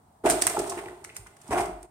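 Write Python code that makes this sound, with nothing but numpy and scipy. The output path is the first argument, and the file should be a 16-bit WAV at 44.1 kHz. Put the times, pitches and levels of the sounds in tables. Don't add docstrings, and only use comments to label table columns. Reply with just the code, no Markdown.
import sys
import numpy as np
from scipy import signal
from scipy.io import wavfile
from scipy.ndimage import uniform_filter1d

SR = 44100
rng = np.random.default_rng(int(sys.argv[2]) if len(sys.argv) > 2 else 0)


def unload_audio(sound):
    columns = np.transpose(np.atleast_2d(sound))
    steps = np.round(np.clip(columns, -1, 1) * 32767)
    wavfile.write(sys.argv[1], SR, steps.astype(np.int16))


def gain_from_db(level_db):
    decades = np.asarray(level_db, float) / 20
    return 10 ** decades


N = 83790


def evened(x):
    return x / np.sqrt(np.mean(x ** 2) + 1e-20)


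def read(points, hz):
    f, value = np.transpose(points)
    return np.interp(np.log(hz + 1), np.log(f + 1), value)


def colour(points):
    log_gain = np.log(gain_from_db(read(points, abs(np.fft.fftfreq(2048, 1 / SR)))))
    h = np.fft.ifft(np.exp(np.conj(signal.hilbert(log_gain)))).real[:1024]
    return h / np.linalg.norm(h)


def resonate(x, hz, width_hz):
    turn = np.exp(2j * np.pi * hz * np.arange(x.shape[-1]) / SR)
    r = np.exp(-np.pi * width_hz / SR)
    return 2 * (turn * signal.lfilter([1 - r], [1, -r], x / turn)).real


def resonate_twice(x, hz, width_1_hz, width_2_hz):
    return resonate(resonate(x, hz, width_1_hz), hz, width_2_hz)


def ring(hz, t60_s):
    t = np.arange(SR // 6) / SR
    return gain_from_db(-60 * t / max(t60_s, .003)) * np.sin(2 * np.pi * hz * t) * (1 - np.exp(-t * hz * 2))


def add(mix, start_s, sound):
    part = mix[..., round(start_s * SR):][..., :sound.shape[-1]]
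    part += sound[..., :part.shape[-1]]


def clicks(per_s, spread_db, count):
    excess = np.minimum(rng.exponential(1, (count, N)), 4)
    size = gain_from_db(spread_db * excess) * rng.choice([-1., 1.], (count, N))
    return size * (rng.random((count, N)) < per_s / SR)


# (frequency [Hz], correlation)
LIKENESS = [(40, .985), (150, .95), (350, .97), (620, .35), (1100, 0), (15000, 0)]


def pair(frames, hz):
    a, b, c, d = rng.standard_normal((frames, len(hz), 4)).T
    same = np.clip(read(LIKENESS, hz), -1, 1)[:, None]
    left = a + 1j * b
    right = same * left + np.sqrt(1 - same ** 2) * (c + 1j * d)
    return np.array([left, right])


# (frequency [Hz], density [dB per Hz])
AIR_SPECTRUM = [(30, -60), (60, -19), (100, -6.5), (250, -20.5), (520, -18.5), (750, -14), (2500, -41.5),
                (16000, -43.5)]


def air():
    level_db = -59.5
    hz = np.fft.rfftfreq(1024, 1 / SR)
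    spectra = pair(N // 256 + 5, hz) * gain_from_db(read(AIR_SPECTRUM, hz))[:, None]
    noise = signal.istft(spectra, nperseg=1024, noverlap=768)[1][:, :N]
    return gain_from_db(level_db) * evened(noise)


# (frequency [Hz], t60 [s])
ROOM_DECAY = [(100, 0.37), (400, 0.53), (1500, 0.53), (5000, 0.45), (10000, 0.32), (16000, 0.4)]


def room(x):
    build_up_s = 0.0071
    hz, t = np.fft.rfftfreq(512, 1 / SR), np.arange(300) * 128 / SR
    spectra = pair(len(t), hz) * gain_from_db(-60 * t / read(ROOM_DECAY, hz)[:, None])
    tail = signal.istft(spectra, nperseg=512, noverlap=384)[1]
    tail = tail * np.clip(np.arange(tail.shape[1]) / SR / build_up_s - .5, 0, 1)
    return signal.fftconvolve(x, tail / np.linalg.norm(tail[0]), axes=1)[:, :N]


# (time [s], rattle level [dB], grit re rattle [dB])
STEP_LOAD = [
    [(.236, -14, -26.5), (.27, -22, -13.5), (.4, -32, -8), (.52, -33, -8), (.6, -33, -9), (.8, -34, -16),
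     (1.0, -48, -16), (1.1, -50, -11), (1.38, -56.5, -9.5)],
    [(1.4, -62.5, 1.5), (1.5, -42, -13.5), (1.51, -22.5, -27), (1.59, -23, -14.5), (1.66, -37, -14.5),
     (1.75, -61.5, -3.5), (1.85, -54, -10.5), (1.88, -90, -36)],
]


def weight(axis):
    lead_s, fade_in_s = .003, 0.02
    rows, t = np.concatenate(STEP_LOAD), np.arange(N) / SR
    db = np.interp(t - lead_s, rows[:, 0], rows[:, 1:axis + 1].sum(1))
    return gain_from_db(db) * np.clip((t - rows[0, 0]) / fade_in_s, 0, 1)


# (time [s], peak level [dB], pitch [Hz], t60 [s])
JOIST_THUDS = [(0.299, -34.5, 51.8, 0.48), (0.307, -37, 169, 0.17), (0.581, -41, 50.7, 0.49),
               (0.581, -38, 162, 0.14), (1.679, -42, 181.5, 0.26), (0.879, -48, 58.4, 0.24),
               (1.19, -41.5, 105, 0.17), (1.199, -44, 51.6, 0.25), (1.497, -36, 67, 0.35),
               (1.50, -42, 115, 0.15), (1.61, -36.5, 52, 0.41), (1.712, -37, 50, 0.5),
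               (1.8, -49, 60.6, 0.19), (1.492, -28, 250, 0.05)]
# (frequency [Hz], width [Hz], level [dB])
RUMBLE_TONES = [(50, 7.3, -5.5), (105, 32, -1), (169, 52, -2.5)]


def joists():
    rumble_db, still_db, side_db = -21.5, -72.5, -17.5
    rise_periods = 0.24
    push, out, t = rng.standard_normal(N), np.zeros(N), np.arange(SR // 3) / SR
    boom = sum(gain_from_db(db) * evened(resonate_twice(push, hz, width_hz, width_hz))
               for hz, width_hz, db in RUMBLE_TONES)
    for s, db, hz, t60_s in JOIST_THUDS:
        rise = 1 - np.exp(-t * hz / rise_periods)
        add(out, s, gain_from_db(db - 60 * t / t60_s) * np.sin(2 * np.pi * hz * t) * rise)
    load = uniform_filter1d(weight(axis=1), 900)
    out = out + (gain_from_db(rumble_db) * load + gain_from_db(still_db)) * evened(boom)
    return out + gain_from_db(side_db) * np.array([[1], [-1]]) * np.roll(out, shift=250)


# (time [s], peak level [dB], rise [s], dull part [dB], crumble t60 [s])
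PLASTER_SNAPS = [(.2573, -26, 0.0022, -2, 0.12), (.289, -28, 0.00088, -33, 0.07),
                 (.3045, -16.5, 0.0013, -19.5, 0.098), (.4145, -17, 0.0012, -29, 0.026),
                 (.4205, -10, 0.0005, -20, 0.031), (.436, -24, 0.0013, -7, 0.022),
                 (.4735, -11, 0.0014, -12, 0.022), (.4825, -33, 0.00095, -30, 0.024),
                 (.497, -24.5, 0.00079, -15, 0.032), (.589, -17, 0.0042, -18.5, 0.041),
                 (.668, -34, .003, -25, 0.085), (.694, -18, 0.0045, -29, 0.046),
                 (.718, -31.5, 0.0041, -7.5, 0.04), (0.773, -33, 0.012, -1, 0.083)]
LATER_SNAPS = [(1.0412, -35, 0.0018, -14.5, 0.046), (1.047, -30.5, 0.00061, -9, 0.016),
               (1.055, -39, 0.0016, -14, 0.021), (1.144, -43, 0.0057, -18, 0.11),
               (1.1615, -38.5, 0.00051, -2, 0.0079), (1.169, -34, 0.00089, -19, 0.045),
               (1.266, -38, 0.0034, -8.5, 0.035), (1.366, -45.5, 0.0015, -12, 0.028),
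               (1.4141, -40.5, 0.0012, -18, 0.033), (1.474, -45.5, 0.0036, -25, 0.13),
               (1.505, -29, 0.011, -9, 0.12), (1.525, -28, 0.004, -5, 0.063),
               (1.575, -25.5, 0.0056, -6.5, 0.081), (1.604, -29, 0.0025, -20, 0.073),
               (1.655, -33, .001, -20, .03)]
SHARP_CRACKS = [
    (.2983, -10.5, .0003, -16.5, 0.03),
    (.468, -5, 0.00015, -17, 0.015),
    (1.1658, -17.5, 0.00028, -20, 0.0074),
    (1.8283, -32.5, 0.00023, -25.5, 0.0088),
    (1.8287, -33.5, 0.00059, -23.5, 0.022),
]
# (frequency [Hz], level [dB])
SNAP_BRIGHT = [(1200, -54), (3500, -12.5), (5500, -1), (8500, -2.5), (12000, -8.5), (16000, -22.5)]
# (frequency [Hz], level [dB])
SNAP_DULL = [(200, -44.5), (1000, -7.5), (1900, -4.5), (2800, -11), (5000, -45.5)]
# (frequency [Hz], level [dB])
CRACK_BRIGHT = [(1200, -64), (3500, -14.5), (5500, -4), (8500, 1.5), (12000, -2), (16000, -16.5)]
# (frequency [Hz], level [dB])
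LEFT_SHADE = [(3000, 1), (6000, -1), (9000, -3.5), (12000, -6)]
# (frequency [Hz], level [dB])
GRIT_SPECTRUM = [(250, -45.5), (1200, 5.5), (2200, 0), (3500, -1), (5500, -6), (8500, -2.5), (12000, -7),
                 (16000, -16)]


def plaster():
    grit_db, pan_db = -2.5, -1
    out, t = np.zeros((2, N)), np.arange(SR // 12) / SR
    dull, sharp = colour(SNAP_DULL)[None], colour(CRACK_BRIGHT)
    shaded_left = np.convolve(sharp, colour(LEFT_SHADE))[:len(sharp)]
    shaded = np.array([shaded_left, sharp]) * gain_from_db(np.array([[-2.5], [-1.5]]))
    pan = pan_db * np.array([[.5], [-.5]])
    snaps = PLASTER_SNAPS + LATER_SNAPS
    for rows, bright in ((snaps, colour(SNAP_BRIGHT)[None]), (SHARP_CRACKS, shaded)):
        for s, db, rise_s, dull_db, t60_s in rows:
            z = rng.standard_normal((3, len(t)))
            crumbling = 0.39 + abs(uniform_filter1d(z[2], 12)) * 3.48
            envelope = gain_from_db(-60 * t / max(t60_s, .004)) * (1 - np.exp(-t / max(rise_s, 1e-4)))
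            burst = z[:2] * crumbling * envelope
            crack = signal.oaconvolve(burst, bright + gain_from_db(dull_db + 12) * dull, axes=1)
            add(out, s, gain_from_db(db - 8 + pan) * crack)
    grains = clicks(per_s=2200, spread_db=3, count=2)
    grit = signal.oaconvolve(grains, colour(GRIT_SPECTRUM)[None], axes=1)[:, :N]
    return out + gain_from_db(grit_db) * weight(axis=2) * evened(grit)


# (time [s], peak level [dB], pitch [Hz])
BOARD_KNOCKS = [(0.254, -11, 389), (0.261, -18.5, 898), (0.266, -8.5, 663.5), (0.279, -18.5, 338),
                (0.318, -20, 426), (0.337, -26.5, 657), (0.359, -21.5, 342), (0.382, -27, 630),
                (0.384, -33, 368), (0.411, -28, 588), (0.421, -22.5, 341), (0.465, -26.5, 945),
                (0.469, -26.5, 723), (0.496, -34, 382), (0.506, -31, 667), (0.548, -23, 677),
                (0.568, -18.5, 855), (0.58, -17.5, 408), (0.597, -26, 642), (0.597, -21.5, 391),
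                (0.618, -27.5, 650), (0.621, -30, 409), (0.633, -34, 634), (0.64, -29, 407),
                (0.68, -31.5, 392), (0.713, -30.5, 686), (0.718, -29.5, 1066), (0.726, -29.5, 370),
                (0.771, -26, 372), (0.786, -30, 392), (0.861, -32, 369), (0.88, -36.5, 384),
                (0.911, -36.5, 386), (0.928, -38, 400), (1.001, -51, 405), (1.019, -43, 420),
                (1.06, -50, 394), (1.444, -50, 387), (1.513, -30, 934), (1.522, -23, 641),
                (1.531, -21.5, 308), (1.533, -27.5, 834), (1.542, -26, 623), (1.561, -21.5, 343),
                (1.569, -21.5, 721), (1.584, -23.5, 441), (1.598, -20, 725), (1.62, -21, 714),
                (1.65, -25.5, 638), (1.691, -32.5, 625), (1.694, -29, 350), (1.756, -40.5, 693),
                (1.762, -38.5, 323), (1.844, -43.5, 393)]
MORE_KNOCKS = [
    (.242, -16, 412),
    (.250, -19.5, 333),
    (.292, -21.5, 689),
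    (.30, -21, 293),
    (.335, -29, 290),
    (1.508, -20.5, 440),
]
# (time [s], peak level [dB], pitch [Hz])
CHIP_TICKS = [(0.264, -33, 1220), (.277, -31, 1220), (.4200, -17.5, 5760), (.467, -27, 2050),
              (0.475, -36, 5100), (.570, -24, 950), (0.644, -35.5, 1180), (.722, -48, 1200),
              (.859, -38, 2370), (.884, -37, 1570), (1.092, -39, 1770), (1.0981, -37, 2140),
              (1.263, -43, 1380), (1.506, -36, 1180), (1.528, -32, 1200), (1.585, -33, 1410),
              (1.613, -36, 1200)]
# (frequency [Hz], level [dB], t60 [s])
BOARD_MODES = [(294, -8.5, 0.027), (360, 1, 0.11), (412.4, 1.5, 0.12), (649.7, 3, 0.067),
               (695.6, 3.5, 0.044), (752, -5.5, 0.082), (861, 7, 0.031), (1040, -5.5, 0.051),
               (1385, -9.5, 0.041), (2060, -2, 0.009)]


def boards():
    knock_t60_s, knock_rise_s, knock_lead_s, body_db = 0.042, 0.0019, .001, -9.5
    chip_t60_s, chip_width_hz = 0.017, 754
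    rattle_db, rattle_per_s, rattle_spread_db = -6.5, 350, 1.5
    second_step_s, second_tilt_db_per_octave = 1.4, 4.5
    body = sum(gain_from_db(db) * ring(hz, t60_s) for hz, db, t60_s in BOARD_MODES)
    shared = gain_from_db(body_db) * body / abs(body).max()
    out = np.zeros(N)
    soft = 1 - np.exp(-np.arange(len(body)) / SR / knock_rise_s)
    for s, db, hz in BOARD_KNOCKS + MORE_KNOCKS:
        knock = ring(hz, knock_t60_s * rng.uniform(0.93, 1.18)) + shared
        add(out, s - knock_lead_s, gain_from_db(db + 3) * soft * knock)
    chip_decay = gain_from_db(-60 * np.arange(900) / SR / chip_t60_s)
    for s, db, hz in CHIP_TICKS:
        burst = rng.standard_normal(900) * chip_decay
        add(out, s, gain_from_db(db + 13) * resonate_twice(burst, hz, chip_width_hz, 2 * chip_width_hz))
    trains = clicks(rattle_per_s / 6, rattle_spread_db, count=2 * len(BOARD_MODES))
    second = np.arange(N) > second_step_s * SR
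    rattle = np.zeros(N)
    for train, (hz, db, t60_s) in zip(trains, BOARD_MODES + BOARD_MODES):
        mode = gain_from_db(db) * ring(hz * rng.uniform(0.921, 1.088), 0.36 * t60_s)
        tilt = gain_from_db(second_tilt_db_per_octave * np.log2(hz / 500) * second)
        rattle += signal.oaconvolve(train, mode)[:N] * tilt
    return out + gain_from_db(rattle_db) * weight(axis=1) * evened(rattle)


def scene():
    board_room_db, plaster_room_db = -6, -5
    wood, bits = boards(), plaster()
    wet = room((gain_from_db(board_room_db) * wood + gain_from_db(plaster_room_db) * bits.mean(0))[None])
    direct = np.array([np.roll(wood, shift=5), wood]) * gain_from_db(np.array([[-.6], [.6]]))
    return direct + bits + wet + joists() + air()


def low_pass(x):
    return signal.sosfilt(signal.butter(12, 16650, fs=SR, output="sos"), x)


# (frequency [Hz], width [Hz], lift [dB])
MIC_PORTS = [
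    (7660, 940, -2.5),
    (8783, 780, 8.5),
]


def record(dry):
    notch_hz, notch_width_hz, notch_depth = 523, 156, 0.68
    low_cut_hz, edge_hz, ceiling = 41, 16200, 1.1
    hush_s, hush_db = 1.858, -5
    lifted = np.array([x + gain_from_db(db) * resonate_twice(x, hz, 2 * width_hz, 2 * width_hz)
                       for x, (hz, width_hz, db) in zip(dry, MIC_PORTS)])
    lifted = lifted - notch_depth * resonate(lifted, notch_hz, notch_width_hz)
    lifted = signal.lfilter(*signal.butter(2, low_cut_hz, "high", fs=SR), lifted)
    rounded = ceiling * np.tanh(lifted / ceiling)
    limited = signal.oaconvolve(rounded, signal.firwin(255, edge_hz, fs=SR)[None], "same")
    hush = np.clip((np.arange(N) / SR - hush_s) * 100, 0, 1)
    return low_pass(limited * gain_from_db(hush_db * hush))


dry = scene()
out = record(dry)
unload_audio(out)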